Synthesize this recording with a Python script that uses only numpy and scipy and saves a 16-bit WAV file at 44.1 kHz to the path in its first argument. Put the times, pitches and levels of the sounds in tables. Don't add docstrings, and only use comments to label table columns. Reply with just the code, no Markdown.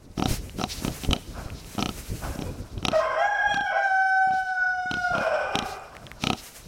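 import sys
import numpy as np
from scipy import signal
from scipy.fft import rfft, irfft, next_fast_len
from scipy.io import wavfile
from scipy.ndimage import map_coordinates

SR = 44100
rng = np.random.default_rng(int(sys.argv[2]) if len(sys.argv) > 2 else 0)


def digitize_waveform(pressure):
    field = np.atleast_2d(pressure).T
    bounded = np.clip(field, -1, 1)
    quanta = np.round(bounded * 32767).astype(np.int16)
    wavfile.write(sys.argv[1], SR, quanta)


N = 294147
TIME = np.arange(N) / SR


def amp(db):
    return 10 ** (np.asarray(db) / 20)


def unit(x):
    return x / np.sqrt(np.mean(np.abs(x) ** 2) + 1e-20)


def along(points, hz):
    f, v = np.transpose(points)
    return np.interp(np.log(hz + 1), np.log(f + 1), v)


def curves(rows):
    s, *cols = np.transpose(rows)
    return [np.interp(TIME, s, c) for c in cols]


def during(rows, fade=0.031):
    return np.clip(1 + np.minimum(TIME - rows[0][0], rows[-1][0] - TIME) / fade, 0, 1)


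def wobble(rate):
    knots = rng.standard_normal(int(N * rate / SR) + 4)
    return unit(map_coordinates(knots, [TIME * rate]))


def filtered(x, response):
    m = next_fast_len(N + SR)
    return irfft(rfft(x, m) * response(np.fft.rfftfreq(m, 1 / SR)), m)[:N]


def resonances(modes):
    def response(f):
        total = 0
        for k, (centre, width, db) in enumerate(modes):
            loss = 1j * f * width
            total = total + (-1) ** k * amp(db) * loss / (centre * centre - f * f + loss)
        return total
    return response


def noise(spectrum):
    return unit(filtered(rng.standard_normal(N), lambda hz: amp(along(spectrum, hz))))


def resonant_noise(modes, power=1):
    return filtered(rng.standard_normal(N), lambda hz: resonances(modes)(hz) ** power)


def swells(rows, rise):
    s, hold, db, fade = np.transpose(rows)[:4, :, None]
    rising = rise * np.maximum(s - TIME, 0)
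    fading = fade * np.maximum(TIME - s - hold, 0)
    return amp(db - rising - fading) ** 2


# f/Hz, relative level/dB per Hz
BARN_AIR_COLOUR = [(20, 7.5), (200, -11.5), (600, -1.5), (1500, -12.5), (5000, -39), (16000, -52)]


def barn_air():
    return amp(-59) * noise(BARN_AIR_COLOUR)


# f/Hz, time to fall 60 dB t60/s
BARN_DECAY = [(200, 0.84), (1000, 0.84), (4000, 0.69), (12000, 0.5)]


def barn(x):
    hz, t, z = signal.stft(rng.standard_normal(SR), SR, nperseg=256)
    decay = amp(-60 * t / along(BARN_DECAY, hz)[:, None])
    tail = signal.istft(z * decay, SR, nperseg=256)[1]
    delayed = np.pad(x, (500, 0))
    return signal.fftconvolve(delayed, tail / np.linalg.norm(tail))[:N]


# full at t/s, hold/s, relative level/dB, fade/(dB/s)
RASP_BURSTS = [(0.83, 0.027, -41.5, 150), (1.36, 0.032, -38, 93), (2.25, 0.019, -32, 166),
               (2.33, 0.035, -47, 14), (2.93, 0.26, -30, 246), (3.3, 0.024, -39, 60),
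               (3.4, 0.031, -36.5, 61), (3.72, 0.047, -38.5, 107), (4.61, 0.011, -48.5, 131),
               (5.15, 0.39, -28.5, 70), (5.7, 0.063, -40, 27)]
RASP_RISE = 400
# start t/s, length/s, first f/Hz, last f/Hz, relative level/dB,
# even partials over odd level/dB, third partial boost level/dB
HOARSE_NOTES = [(2.3, 0.074, 543, 550, -42, -13.5, 5), (2.44, 0.072, 491, 492, -35.5, -10, -29),
                (2.922, 0.11, 636, 629.7, -24.5, -3, 7.5), (2.992, 0.23, 532.5, 522, -39.5, 17.5, 15.5),
                (3.158, 0.12, 606, 755, -26, -1.5, 10.5), (3.338, 0.21, 740, 666, -34.5, -9.5, 8.5),
                (3.642, 0.24, 751, 746.6, -29.5, 2.5, 6), (3.704, 0.14, 650.4, 667, -33.5, -4.5, 9.5),
                (3.709, 0.098, 525.6, 519, -40, 4.5, -8), (5.127, 0.33, 533.7, 524, -32, 1, 3.5),
                (5.112, 0.14, 717, 540, -32.5, -12, -18), (5.236, 0.26, 664, 511.2, -29.5, -16, -4),
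                (5.16, 0.46, 737, 764.5, -35.5, 9, 3), (5.138, 0.78, 820, 804, -34, -11.5, 14),
                (5.385, 0.43, 806.6, 749, -32, -14, -21), (5.444, 0.37, 403, 398.3, -28, -7, -5)]
# f/Hz, gain level/dB
GULLET_COLOUR = [(180, -60), (300, -17), (420, -12.5), (630, 5), (860, -4), (1050, -3.5), (1500, -2.5),
                 (1800, -18.5), (2500, -15.5), (3400, -24), (4200, -40.5), (5400, -18), (6500, -44),
                 (8000, -32), (12000, -60), (16000, -90)]


def hoarse():
    throb = amp(9.5 + 2.2 * wobble(45))
    out = np.sqrt(swells(RASP_BURSTS, RASP_RISE).sum(0)) * throb * rng.standard_normal(N)
    for s, length, first_hz, last_hz, db, even_db, third_db in HOARSE_NOTES:
        t = np.arange(round(length * SR)) / SR
        turns = first_hz * t + (last_hz - first_hz) * t * t / (2 * length)
        arch = np.sqrt(np.abs(np.sin(np.pi * t / length)))
        for k in range(1, 9):
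            knots = rng.standard_normal((2, 200))
            blur = [map_coordinates(row, [np.minimum(t * (70 + 22 * k), 199)]) for row in knots]
            blurred = 0.58 + 0.78 * (blur[0] + 1j * blur[1])
            tone = np.real(np.exp(2j * np.pi * k * turns) * blurred)
            lift_db = even_db * (k % 2 == 0) + third_db * (k == 3) - 1.19 * k
            out[round(s * SR):][:len(t)] += amp(db + lift_db + 3 - 23.5 * t) * arch * tone
    return filtered(out, lambda hz: amp(along(GULLET_COLOUR, hz)))


def partial(turns, rough, blur_hz):
    share = np.clip(rough, 0, 1)
    blur = wobble(blur_hz) + 1j * wobble(blur_hz)
    return np.real(np.exp(2j * np.pi * turns) * (np.sqrt(2 - 2 * share) + np.sqrt(share) * blur))


# t/s, pitch f/Hz,
# first partial level/dB, second level/dB, seventh level/dB, roughness 0-1
CROW_PARTS = [
    [(3.2, 795, -28.5, -40, -56, .2), (3.26, 822, -23.5, -26, -59, 0.22),
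     (3.35, 811, -31, -29.5, -62, 0.56), (3.44, 815, -26.5, -29.5, -62, 0.56),
     (3.51, 829, -29, -27, -50, 0.54), (3.62, 795.7, -26, -28, -63, .42),
     (3.72, 796.6, -35, -44, -64.5, 0.52)],
    [(3.77, 794.4, -28.5, -30, -59.5, 0.27), (3.84, 794.4, -25.5, -27.5, -55.5, 0.29),
     (3.9, 763.5, -24.5, -29.5, -57, 0.02), (4, 763.7, -24, -27, -56, 0.01),
     (4.31, 758.7, -27, -28.5, -59, 0.04), (4.45, 752.3, -31, -35.5, -60, 0.08),
     (4.62, 738.2, -35.5, -21.5, -62, 0.09), (4.79, 734, -33.5, -35.5, -61.5, 0.12),
     (4.91, 729.3, -44.5, -30, -57, 0.14), (5.02, 724.4, -31, -30.5, -54.5, 0.22),
     (5.11, 708.7, -27.5, -29.5, -55, 0.32), (5.16, 702, -65, -30, -57, .5),
     (5.26, 701, -57, -45, -79, 0.5)],
]
# partial number, level/dB over the seventh curve in the first part, in the second
UPPER_PARTIALS = [(3, 4.5, 4.5), (4, 14, 0), (5, -9, -4.5), (6, -27, -6.5), (7, 5, 2.5), (8, -9.5, -4),
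                  (9, -8.5, -12), (10, -14, -16)]
# partial number, level/dB over the seventh curve
THIN_PARTIALS = [(11, -12), (12, -14), (13, -26), (14, -22), (15, -23), (16, -26), (17, -32), (18, -38)]


def crow():
    out = np.zeros(N)
    for part, rows in enumerate(CROW_PARTS):
        pitch, first_db, second_db, seventh_db, rough = curves(rows)
        first_db, second_db = [db + 4 * rough * wobble(12) for db in (first_db, second_db)]
        drift = 0.00057 * wobble(40) + 0.000955 * wobble(9) + 0.02 * rough * wobble(85)
        turns = np.cumsum(pitch * (1 + drift)) / SR
        note = amp(first_db) * partial(turns, rough, blur_hz=62.8)
        note += amp(second_db) * partial(2 * turns, rough, blur_hz=91.46)
        for k, *db in UPPER_PARTIALS:
            level_db = seventh_db + db[part] + 1.97 * wobble(7)
            note += amp(level_db) * partial(k * turns, rough + 0.1, blur_hz=108.7)
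        for k, db in THIN_PARTIALS:
            level_db = seventh_db + db - 10 * rough + 3 * wobble(6.8)
            note += amp(level_db) * partial(k * turns, rough + 0.1, blur_hz=120)
        out += during(rows) * note
    return out


# t/s, relative level/dB
BREATH_JETS = [(0.31, -15.5), (1.089, -15), (1.458, -29.5), (2.1, -28), (2.774, -26)]


def puffs():
    jets, t = np.zeros(N + SR), np.arange(SR // 12) / SR
    onset = np.sin(np.pi / 2 * np.minimum(t / 0.0014, 1)) ** 2
    swing = np.cos(2 * np.pi * 7.3 * np.sqrt(t))
    for s, db in BREATH_JETS:
        jets[round(s * SR):][:len(t)] += amp(db + 11.5 - 60 * t / 0.028) * onset * swing
    return jets[:N]


# full at t/s, hold/s, level/dB, fade/(dB/s)
AIR_LUMPS = [(0.31, 0.024, -28, 101), (0.76, 0.19, -37.5, 88), (1.095, 0.025, -25.5, 500),
             (1.38, 0.055, -32, 125), (1.84, 0.018, -39, 51), (1.95, 0.0091, -54, 112),
             (2.12, .02, -35, 19), (2.38, 0.019, -37, 59), (2.785, .005, -35, 300), (3.17, 0.017, -54, 157),
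             (3.46, .02, -44, 64), (4.35, .01, -47, 164), (4.61, .01, -50, 179), (4.92, 0.076, -44, 348),
             (5.11, .01, -38, 120), (5.63, 0.0091, -43, 245), (6.04, 0.0086, -44, 150),
             (6.3, .01, -54, 165), (6.64, .05, -43, 100)]
# t/s, level/dB
STILL_BUFFET = [(0, -44), (1.2, -43.5), (2.8, -40), (3.3, -63.5), (4.2, -66), (5.3, -51), (6, -48.5),
                (6.67, -48.5)]
# f/Hz, relative level/dB per Hz
BUFFET_COLOUR = [(8.8, -54.5), (15, -19), (38, -1), (70, -3), (138, -9.5), (432, -19.5), (646, -28.5),
                 (700, -41), (910, -66), (1540, -120)]
GUST_RISE = 390


def buffeting():
    gusts = np.sqrt(swells(AIR_LUMPS, GUST_RISE).sum(0) + amp(*curves(STILL_BUFFET)) ** 2)
    return gusts * unit(amp(3.7 * wobble(25)) * noise(BUFFET_COLOUR))


# full at t/s, hold/s, relative hiss level/dB, fade/(dB/s), nostril whistle over hiss level/dB
OUT_BREATHS = [(0.189, 0.012, -49, 150, -6), (0.293, 0.047, -36, 256, -0.5), (0.42, 0.15, -56, 101, -11),
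               (0.58, .02, -52, 200, 3.5), (0.7, 0.047, -41, 127, 2.5), (0.833, 0.23, -46.5, 110, -3.5),
               (1.665, 0.6, -49.5, 56, -7), (1.94, 0.28, -51.5, 28, -5.5), (2.96, 0.012, -59, 122, 15),
               (3.647, .02, -60.5, 198, 1), (3.827, 0.016, -65.5, 204, -2), (4.344, 0.017, -60, 49.5, 7),
               (4.987, 0.11, -60.5, 62, 9.5), (5.166, 0.022, -61.5, 46, 9.5), (5.53, 0.024, -60.5, 150, -3),
               (5.66, .04, -50, 224, 5), (6.219, .03, -52, 128, 7.5), (6.38, 0.017, -51, 104, 4.5),
               (6.438, 0.036, -45, 150, -21), (6.555, 0.016, -49.5, 167, -16)]
# t/s, relative level/dB
CALM_HISS = [(0, -68), (1.3, -54.5), (2.8, -60.5), (3.1, -72.5), (3.4, -78), (4.1, -80), (4.9, -73.5),
             (5.8, -64), (6.67, -57.5)]
# f/Hz, relative level/dB per Hz
HISS_COLOUR = [(240, -34.5), (400, -5), (1040, -8.5), (1250, -8), (2470, -7.5), (3020, -10), (3930, -18),
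               (6240, -8), (11400, -10.5), (16000, -17)]
# f/Hz, width/Hz, relative level/dB
NOSTRIL_WHISTLE = [(2570, 2050, 3), (3940, 910, 10), (5410, 2250, 5.5)]
BREATH_RISE = 460


def breath():
    each, calm = swells(OUT_BREATHS, BREATH_RISE), amp(curves(CALM_HISS)[0]) ** 2
    hiss_db = 10 * np.log10(each.sum(0) + calm)
    whistle_share = amp(np.transpose(OUT_BREATHS)[-1]) ** 2
    whistle_db = 10 * np.log10(whistle_share @ each + calm) - hiss_db
    hiss = amp(hiss_db + 2 + 2.06 * wobble(30)) * noise(HISS_COLOUR)
    top = filtered(hiss, lambda hz: 1 / (1 + (10500 / (hz + 1)) ** 8))
    hiss += top * (amp(np.minimum(0.21 * (hiss_db + 48.5), 0)) - 1)
    whistle = unit(resonant_noise(NOSTRIL_WHISTLE, power=2))
    hiss += amp(hiss_db + whistle_db + 2.5 * wobble(40)) * whistle
    return hiss + puffs() + buffeting()


# t/s, relative level/dB, centre f/Hz
SPITTLE_TICKS = [(0.4947, -29, 2820), (1.483, -33, 1300), (1.5015, -28, 2590), (1.517, -41, 1300),
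                 (1.645, -36, 2800), (5.796, -44, 7500), (5.951, -30.5, 1620), (5.9664, -28, 2230),
                 (5.9794, -41, 1400), (6.0294, -42, 1363), (6.0665, -27.5, 3300), (6.0724, -35, 1660),
                 (6.098, -50, 1580), (6.115, -24, 2040)]


def ticks():
    out, t = np.zeros(N + SR), np.arange(SR // 100) / SR
    clicks = rng.standard_normal((len(SPITTLE_TICKS), len(t)))
    for (s, db, hz), air in zip(SPITTLE_TICKS, clicks):
        ring = amp(-60 * t / 0.0047) * np.sin(2 * np.pi * hz * t)
        click = 0.15 * amp(-60 * t / 0.002) * air
        out[round((s + 0.001) * SR):][:len(t)] += amp(db + 3) * (ring + click)
    return out[:N]


# first flap t/s, second flap t/s, last flap t/s, number of flaps
SNORT_RUNS = [(0.1775, 0.1965, 0.2567, 4), (0.5862, 0.596, 0.638, 4), (0.822, 0.848, 0.8797, 3),
              (1.035, 1.047, 1.047, 2), (1.1088, 1.1306, 1.163, 3), (1.7499, 1.7499, 1.7499, 1),
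              (1.781, 1.791, 1.8, 3), (1.8245, 1.8581, 1.8904, 3), (2.3574, 2.39, 2.4207, 3),
              (2.778, 2.778, 2.778, 1), (2.8269, 2.8269, 2.8269, 1), (2.8507, 2.8829, 2.9161, 3),
              (3.5423, 3.5715, 3.608, 3), (4.2727, 4.3075, 4.3354, 3), (4.8572, 4.8572, 4.8572, 1),
              (4.9122, 4.9395, 4.9687, 3), (5.1513, 5.1805, 5.2094, 3), (5.5543, 5.5884, 5.624, 3),
              (6.204, 6.2235, 6.2235, 2), (6.2377, 6.2697, 6.331, 4)]
# crack of the first, middle and last flap level/dB,
# throat thump level/dB, nasal ring level/dB
SNORT_FORCE = [(-30, -20.5, -15.5, -20.5, -20), (-31.5, -26.5, -14.5, -21.5, -16),
               (-49, -19, -21, -22.5, -32.5), (-24.5, -22, -20.5, -32, -32),
               (-16.5, -5.5, -25.5, -19.5, -19.5), (-39, -43, -43, -34, -57), (-27, -20.5, -30, -25, -21.5),
               (-12, -14, -20, -24, -21.5), (-43, -31, -27, -27, -43), (-33.5, -32, -32, -39, -49),
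               (-30, -30, -30, -31, -34.5), (-8, -7, -22, -23, -21), (-20.5, -26, -30, -33, -24.5),
               (-50, -38.5, -40.5, -35.5, -43), (-54, -48, -48, -41.5, -57), (-19, -19.5, -31, -29.5, -29),
               (-27.5, -22, -39.5, -27.5, -30.5), (-8, -8.5, -25, -26, -29), (-52, -36, -30, -38, -51),
               (-10, -9, -13.5, -21.5, -17.5)]
THUMP_FOLLOWS, RING_FOLLOWS = 0.35, 1
SCATTER_DB = 1


def flaps():
    rows = []
    scatter = SCATTER_DB * rng.standard_normal((len(SNORT_RUNS), 4, 2))
    for (s, second, end, count), force, luck in zip(SNORT_RUNS, SNORT_FORCE, scatter):
        first, middle, last, thump_db, nasal_db = force
        first_gap = second - s
        last_gap = 2 * (end - s) / max(count - 1, 1) - first_gap
        times = s + np.r_[0, np.cumsum(np.linspace(first_gap, last_gap, count - 1))]
        u = np.linspace(-1, 1, count)
        crack_db = middle + u * (last - first) / 2 + u * u * ((first + last) / 2 - middle)
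        weak = crack_db - crack_db.max()
        for k in range(count):
            low, ring = luck[k]
            flap_thump_db = thump_db + THUMP_FOLLOWS * weak[k] + low
            flap_ring_db = nasal_db + RING_FOLLOWS * weak[k] + ring
            rows.append((times[k], crack_db[k], flap_thump_db, flap_ring_db))
    return rows


# f/Hz, width/Hz, relative level/dB
THROAT_MODES = [(239, 176, 5.5), (417, 450, -1)]
NASAL_MODES = [(740, 69, 6), (1298, 78, 1.5)]
NOSTRIL_MODES = [(2453, 320, 5), (3094, 287, 7.5), (3890, 296, 3), (5630, 440, -6.5), (6190, 550, -6.5),
                 (10200, 4000, -30)]
SQUEAK_TOP_DB = -17


def snout():
    thump, nasal, crack, direct, effort = np.zeros((5, N + SR))
    t = np.arange(SR // 40) / SR
    n = len(t)
    draw = -amp(-60 * t[::-1] / 0.0039)
    dip = -amp(-60 * t[::-1] / 0.007) * (1 - amp(-60 * t[::-1] / 0.002))
    slaps = flaps()
    chance = rng.standard_normal((len(slaps), n + 2))
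    for (s, crack_db, thump_db, nasal_db), row in zip(slaps, chance):
        sputter = 0.09 * row[2:] * amp(-60 * t / 0.018)
        sputter[0] = -1
        at = round((s + 0.00064) * SR)
        before, after = slice(at - n, at), slice(at, at + n)
        crack[after] += amp(crack_db + 18.5) * sputter
        nasal[after] += amp(nasal_db + 35) * sputter
        thump[before] += amp(thump_db + 13.5) * draw
        thump[after] += amp(thump_db + 29.5) * sputter
        glide = (3900 + 300 * row[0]) * t * (1 + 16 * t)
        squeak_db = min(crack_db, SQUEAK_TOP_DB) - 8 + 3 * row[1] - 60 * t / 0.016
        direct[after] += amp(squeak_db) * np.minimum(t / 0.0015, 1) * np.sin(2 * np.pi * glide)
        direct[before] += amp(thump_db + 8) * dip
        effort[at] = amp(thump_db)
    low = filtered(thump, resonances(THROAT_MODES))
    ring = filtered(nasal, resonances(NASAL_MODES))
    sharp = filtered(crack, resonances(NOSTRIL_MODES))
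    sharp = filtered(sharp, lambda hz: (1j * hz / (1500 + 1j * hz)) ** 2)
    direct = filtered(direct, lambda hz: 1j * hz / (90 + 1j * hz))
    flow = signal.fftconvolve(effort[:N], np.hanning(SR // 18))[SR // 60:][:N]
    rumble = unit(resonant_noise([(229, 130, -3), (780, 245, -11.5), (1285, 100, -21)]))
    fizz = resonant_noise([(2700, 600, -5), (5600, 900, 0)], power=2)
    fizz = unit(fizz * amp(9 * wobble(130)))
    return low + ring + sharp + direct + flow * (amp(-12) * rumble + amp(-24) * fizz)


def scene():
    pig, clear, rough = snout() + ticks(), crow(), hoarse()
    echo = barn(amp(-24) * pig + amp(-7.5) * clear + amp(-8) * rough)
    return (barn_air() + echo + rough + clear + breath() + pig)[None]


def record(dry):
    ceiling, top_hz = 0.4, 15900
    held = dry[0] / (1 + np.abs(dry[0] / ceiling) ** 6) ** (1 / 6)
    return filtered(held, lambda hz: hz < top_hz)[None]


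dry = scene()
out = record(dry)
digitize_waveform(out)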